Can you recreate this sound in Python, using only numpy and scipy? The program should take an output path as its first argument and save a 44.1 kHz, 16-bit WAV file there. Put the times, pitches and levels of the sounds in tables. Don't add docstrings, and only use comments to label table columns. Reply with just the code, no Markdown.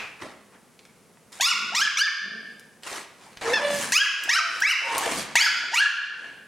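import sys
import numpy as np
from scipy import signal
from scipy.io import wavfile
from scipy.ndimage import uniform_filter1d

SR = 44100
rng = np.random.default_rng(int(sys.argv[2]) if len(sys.argv) > 2 else 0)


def store_pcm(level_fs):
    pcm = np.round(np.clip(level_fs, -1, 1) * 32767).astype(np.int16)
    wavfile.write(sys.argv[1], SR, np.atleast_2d(pcm).T)


N = 285327

# time the throat snaps open, soft lead-in, rise and stay on top in seconds,
# pitch at the snap, shoulder and top in Hz, effort at the snap and top in dB, brightness at the snap and top
# in dB per octave, extra second harmonic in dB, burst of air in dB.
YIP_GESTURES = [(1.410, .012, 0.09, 0.0068, 854, 1340, 1442, -12.5, -15.5, 2.5, 2, 0.5, -9.5),
                (1.751, 0.032, 0.079, 0.016, 967, 1320, 1732, -18.5, -12, 0.5, -1.5, -0.7, -38),
                (1.972, 0.0084, 0.062, .014, 1096, 1559, 1757, -22.5, -13, 1.5, -4.5, 4, -38),
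                (3.921, 0.0016, .085, .022, 779, 1380, 1668, -20.5, -10, 3.5, -8, 4.5, -10),
                (4.294, 0.018, 0.081, 0.0029, 853.5, 1333, 1538, -15.5, -14.5, 1, 0, 2.7, -28),
                (4.622, .008, .084, 0.00295, 816, 1286, 1478, -17.5, -22, 0, 4, 10, -38),
                (5.355, 0.0015, 0.096, .005, 847, 1534, 1737, -6, -13, 2.5, 2, 3.5, -5),
                (5.744, 0.029, 0.077, 0.014, 941, 1439, 1724, -16, -11.5, 0.5, -11, 4.2, -24)]
EDGE_HZ = 16200


def gain_of(db):
    return 10 ** (np.asarray(db) / 20)


def evened(x):
    return x / np.sqrt(np.mean(x ** 2) + 1e-20)


def read(points, hz):
    f, value = np.transpose(points)
    return np.interp(np.log(hz + 1), np.log(f + 1), value)


def add(mix, s, sound):
    part = mix[round(s * SR):][:len(sound)]
    part += sound[:len(part)]


def wobble(count, size):
    once = uniform_filter1d(rng.standard_normal(count), size)
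    return evened(uniform_filter1d(once, size))


def peaks(modes, hz):
    return sum(gain_of(db) / (1 + (2 * (hz - f) / width) ** 2) for f, width, db in modes)


def joined(t, knots, values):
    return uniform_filter1d(np.interp(t, knots, values), size=130, mode="nearest")


def swell(attack, hold, release):
    edge_db = -18
    knots = np.cumsum([0, attack, hold, release])
    t = np.arange(0, knots[-1], 1 / SR)
    return t, joined(t, knots, [edge_db, 0, 0, edge_db])


def noise(db, size):
    # frequency in Hz, left-right correlation.
    likeness = [(60, 0.45), (300, 0.87), (3000, 0.87), (12000, 0.69)]
    hop = size // 4
    hz = np.fft.rfftfreq(size, 1 / SR)[:, None]
    t = np.arange(N // hop + 5) * hop / SR
    a, b, c, d = rng.standard_normal((len(t), len(hz), 4)).T
    same = np.clip(read(likeness, hz), -1, 1)
    left = a + 1j * b
    right = same * left + np.sqrt(1 - same ** 2) * (c + 1j * d)
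    spectra = np.array([left, right]) * gain_of(db(hz, t))
    return signal.istft(spectra, nperseg=size, noverlap=size - hop)[1][:, :N]


def room_air():
    # frequency in Hz, relative spectral density in dB per Hz.
    spectrum = [(18, -42), (30, -21.5), (210, 2), (303, -10), (404, -1.5), (600, -8.5), (2230, -16),
                (3670, -21), (10200, -19), (14400, -33), (16000, -31)]
    level_db = -56.5
    return gain_of(level_db) * evened(noise(lambda hz, t: read(spectrum, hz) + 0 * t, size=1024))


def linger():
    # centre in Hz, width in Hz, relative level in dB.
    bands = [(2520, 380, 5.5), (1600, 2150, 0.5), (5000, 5400, -17.5)]
    level_db, t60 = -32, 0.6
    rings = noise(lambda hz, t: 20 * np.log10(peaks(bands, hz)) + 0 * t, size=1024)
    return evened(rings) * gain_of(level_db - 60 * np.arange(N) / SR / t60)


def room(x):
    # frequency in Hz, reverberation time t60 in seconds.
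    decay = [(150, .8), (550, .6), (1700, .85), (4500, .74), (10000, .5)]
    build_s = .035
    ahead_hz, ahead_db = 2920, -3
    count = 60000

    def colour(hz, t):
        beam_db = ahead_db * np.log2(1 + (hz / ahead_hz) ** 2) / 2
        return beam_db - 60 * t / read(decay, hz)
    reflections = noise(colour, size=256)[:, :count]
    reflections = reflections * np.clip(np.arange(count) / SR / build_s, 0, 1)
    return signal.fftconvolve(x[None], reflections / np.linalg.norm(reflections[0]), axes=1)[:, :N]


def early(x):
    # delay in seconds, level in dB re the direct sound.
    echoes = [(.0031, -6), (.0074, -9), (0.0115, -11), (0.018, -14)]
    out = x.copy()
    for s, db in echoes:
        add(out, s, gain_of(db) * x)
    return out


def tap(db, hz, thud_db, thud_hz=110, thud_t60=0.014):
    t = np.arange(4000) / SR
    tick_t60 = .011
    hz = np.clip(hz, 300, 9000)
    band = signal.butter(2, [hz / 2.2, min(hz * 2.2, 14000)], "band", fs=SR)
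    tick = signal.lfilter(*band, rng.standard_normal(len(t)))
    tick = evened(tick) / 2 * gain_of(-60 * t / tick_t60)
    thud = np.sin(2 * np.pi * thud_hz * t) * gain_of(thud_db - 60 * t / thud_t60)
    return gain_of(db) * (tick + thud)


def scrabble(frame_hz=200):
    # start, attack, hold and release in seconds, level in dB,
    # brightness in dB per octave, weight of the body on the frame in dB.
    strokes = [(0.189, 0.034, 0.011, 0.12, -37.5, 3, 17), (0.499, 0.04, 0.017, 0.047, -54, -1, -10),
               (1.317, 0.0056, 0.11, .012, -48, 8.5, 5), (2.824, 0.051, 0.11, 0.074, -35.5, 6, -7),
               (3.12, 0.11, .03, 0.5, -52, 5, 9), (3.412, 0.08, 0.11, 0.13, -17.5, 2.5, -30),
               (3.617, 0.098, .12, 0.12, -23, 9, 26), (4.15, 0.092, 0.11, .02, -35.5, 5, 0),
               (4.445, 0.034, 0.16, 0.049, -35.5, 6, 5), (5.445, 0.021, 0.22, 0.18, -44.5, -4.5, -8),
               (4.79, 0.18, .11, 0.06, -20.5, 3.5, -67), (5.0, 0.11, 0.089, 0.069, -23.5, 7.5, 22.5),
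               (6.047, .17, 0.06, 0.11, -47, 3, 9)]
    # frequency in Hz, relative spectral density in dB per Hz.
    fabric = [(24, -48), (40, -51), (176, -3.5), (305, 5.5), (392, 2), (942, 3), (1210, -0.5), (2100, -4.5),
              (3300, -13), (9450, -24.5), (16000, -54.5)]
    grain_db, patchy_db = 2.5, 3
    level, bright, weight_db = np.zeros((3, N))
    for s, attack, hold, release, db, stroke_bright_db, stroke_weight_db in strokes:
        gain = gain_of(db + swell(attack, hold, release)[1])
        add(level, s, gain)
        add(bright, s, gain * stroke_bright_db)
        add(weight_db, s, gain * stroke_weight_db)

    def colour(hz, t):
        patches = rng.standard_normal((len(hz), len(t)))
        patches = uniform_filter1d(uniform_filter1d(patches, size=3, axis=0), size=12, axis=1)
        at = np.minimum((t * SR).astype(int), N - 1)
        tilt, load_db = np.array([bright[at], weight_db[at]]) / (level[at] + 1e-9)
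        low = 1 / (1 + (hz / frame_hz) ** 4)
        tilt_db = tilt * np.log2((hz + 500) / 2000)
        return read(fabric, hz) + tilt_db + load_db * low + patchy_db * evened(patches)
    raw = noise(colour, size=512)
    raw = raw / np.sqrt(uniform_filter1d((raw ** 2).mean(0), size=4000))
    return raw * level * gain_of(grain_db * wobble(N, size=30))


def growl(s, attack, hold, release, db):
    # resonance in Hz, width in Hz, relative level in dB.
    chest = [(212, 60, 0), (400, 120, -10), (640, 100, -14)]
    flap_hz = 52.5
    t, swell_db = swell(attack, hold, release)
    turns = np.cumsum(flap_hz * (1 + .05 * wobble(len(t), size=600))) / SR
    k = np.arange(3, 14)[:, None]
    flutter = gain_of(4 * np.array([wobble(len(t), size=700) for _ in k]))
    tone = (peaks(chest, k * flap_hz) * flutter * np.cos(2 * np.pi * k * turns)).sum(0)
    return s, gain_of(db + swell_db) * evened(tone)


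def whine_or_yelp(row, harmonics_db, jitter=0.017):
    flutter_db = 2.5
    s, attack, hold, release, first_hz, last_hz, db = row
    t, swell_db = swell(attack, hold, release)
    hz = first_hz + (last_hz - first_hz) * (t / t[-1]) ** 3
    turns = np.cumsum(hz * (1 + jitter * wobble(len(hz), size=150))) / SR
    tone = sum(gain_of(h) * np.cos(2 * np.pi * k * turns) for k, h in enumerate(harmonics_db, start=1))
    return s, gain_of(db + swell_db + flutter_db * wobble(len(hz), size=200)) * tone


def gesture(lead, rise, hold, snap_hz, shoulder_hz, top_hz, snap_db, top_db, snap_bright_db, top_bright_db):
    lead_hz_per_s, lead_db, lead_dull_db = 9900, -6, -13
    bend = .72
    fall_s, fall_to, fall_db = .036, .58, -10
    sag_db = -6.5
    climb_bright_db, shut_dull_db = 2, -4.5
    shoulder_s = 0.63 * rise
    end = rise + hold + fall_s
    t = np.arange(-lead, end, 1 / SR)
    climb = np.clip(t / shoulder_s, 0, 1) ** bend
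    leap = joined(t, [shoulder_s, rise, rise + hold, end], [shoulder_hz, top_hz, top_hz, fall_to * top_hz])
    hz = leap - (shoulder_hz - snap_hz) * (1 - climb) + lead_hz_per_s * np.minimum(t, 0)
    knots = [-lead, -lead / 4, 0, shoulder_s, rise, end]
    mouth = joined(t, knots, [.89, .89, 1, .84, .84, .93])
    dull = snap_bright_db + lead_dull_db
    bright = joined(t, knots, [dull, dull, snap_bright_db, snap_bright_db + climb_bright_db,
                               top_bright_db, top_bright_db + shut_dull_db])
    effort_db = joined(t, [-lead, -lead / 4, 0, 0.14 * rise, rise, rise + hold, end],
                       [snap_db + 2 * lead_db, snap_db + lead_db, snap_db, (snap_db + top_db) / 2 + sag_db,
                        top_db, top_db, top_db + fall_db])
    return hz, effort_db, mouth, bright


def yip(row, breath_db):
    # resonance in Hz, width in Hz, relative level in dB before the sharpening power below.
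    throat = [(1983, 1000, 2), (3060, 3160, -1.5), (5840, 770, 1.5), (7080, 1330, -7), (11000, 8600, -15.5)]
    sharpening, lips_hz = 1.11, 8450
    jitter, flutter_db = .0015 + .06 * gain_of(breath_db), 4.5
    snap, lead, *shape, ring_db, _ = row
    hz, effort_db, mouth, bright = gesture(lead, *shape)
    waver = .015 * wobble(len(hz), size=500)
    turns = np.cumsum(hz * (1 + waver + jitter * wobble(len(hz), size=60))) / SR
    k = np.arange(1, 15)[:, None]
    height = peaks(throat, k * hz / mouth) ** sharpening
    height = height * gain_of(bright * np.log2(k) + ring_db * (k == 2))
    height = height * (k * hz < EDGE_HZ) / (1 + (k * hz / lips_hz) ** 2)
    height = height * gain_of(flutter_db * np.array([wobble(len(hz), size=450) for _ in k]))
    folds = (height * np.cos(2 * np.pi * (k * turns + rng.random(k.shape)))).sum(0)
    breath = rng.standard_normal(len(hz)) * (1 + np.cos(2 * np.pi * turns))
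    breath = signal.lfilter(*signal.butter(3, [2200, 7000], "band", fs=SR), breath)
    voice = gain_of(effort_db) * (folds + gain_of(breath_db) * breath)
    return snap - lead, voice * signal.windows.tukey(len(hz), .04)


def scene():
    hoarse_db = [-24, -10, -26, -24, -17, -28, -27, -6]
    # time in seconds, level in dB, centre in Hz, weight of the low thud in dB.
    taps_and_rustles = [(0.221, -23.5, 1130, -19), (.551, -44, 720, -17), (.792, -36.5, 2460, -25),
                        (.852, -33.5, 2180, -31), (1.172, -40, 822, -23), (1.328, -28.5, 3020, -24),
                        (1.377, -34, 2940, -20), (2.596, -34.5, 5000, -22), (2.834, -26.5, 3060, -28),
                        (3.158, -56, 1490, -16), (3.372, -25.5, 1970, -10), (3.416, -25, 1500, -9),
                        (4.237, -13, 8900, -34), (4.604, -13.5, 8800, -32), (4.981, -1, 7900, -35)]
    # start, attack, hold and release in seconds,
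    # first and last pitch in Hz, level in dB.
    whines_and_yelp = [(3.44, 0.046, 0.051, 0.0077, 456, 530, -13.5), (3.534, .001, .04, .03, 880, 770, -8),
                       (3.588, 0.049, 0.02, 0.18, 575.6, 577.6, -10),
                       (4.349, 0.026, .07, 0.19, 680, 663, -35),
                       (4.841, 0.019, 0.014, 0.015, 540, 530, -27.5),
                       (4.821, 0.036, 0.159, 0.034, 922, 954, -23.5),
                       (4.902, 0.025, 0.077, 0.044, 1075, 1122, -22.5)]
    # levels in dB of the harmonics of one whine or yelp, from the first up.
    harmonic_levels = [(0, -16, -20, -24, -28, -32, -36), (-16, 0, -6, -6, -14, -9, -18),
                       (0, -18, -8, -15, -14, -14, -20), (0, -14, -22), (0, -20, -30), (0, -10, -26),
                       (0, -18, -28)]
    # start, attack, hold and release in seconds, level in dB.
    growls = [(1.515, 0.027, 0.33, 0.036, -41), (2.2, 0.059, 0.044, 0.33, -42.5),
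              (3.55, 0.13, 0.08, 0.2, -31.5)]
    far, near, ticks = np.zeros((3, N))
    for row, breath_db in zip(YIP_GESTURES, hoarse_db):
        add(far, *yip(row, breath_db))
        add(ticks, row[0], tap(row[-1], hz=5800, thud_db=-13))
    for s, *row in taps_and_rustles:
        add(ticks, s, tap(*row))
    for row, harmonics_db in zip(whines_and_yelp, harmonic_levels):
        add(near, *whine_or_yelp(row, harmonics_db))
    for row in growls:
        add(near, *growl(*row))
    wall = scrabble()
    sent = gain_of(-5.5) * far + .5 * ticks + .15 * near + gain_of(-12) * wall.mean(0)
    near_stereo = near * gain_of([[-.6], [.6]])
    return early(far + ticks) + near_stereo + wall + room(sent) + room_air() + linger()


def record(dry, knee_db=-35, recover_db=65, attack=300):
    dry = signal.lfilter(*signal.butter(1, 50, "high", fs=SR), dry)
    power = signal.lfilter([1 / attack], [1, 1 / attack - 1], (dry ** 2).mean(0))
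    power_db = 10 * np.log10(abs(power) + 1e-12)
    share = .48
    fall = np.arange(N) * recover_db / SR
    held_db = np.maximum.accumulate(power_db + fall) - fall
    over_db = np.maximum(held_db - knee_db, 0)
    ducked = dry / gain_of(share * uniform_filter1d(over_db, size=100))
    ducked = .75 * np.tanh(ducked / .75)
    low_pass = signal.firwin(1023, EDGE_HZ, window=("kaiser", 9), fs=SR)
    return signal.oaconvolve(ducked, low_pass[None], "same")


dry = scene()
out = record(dry)
store_pcm(out)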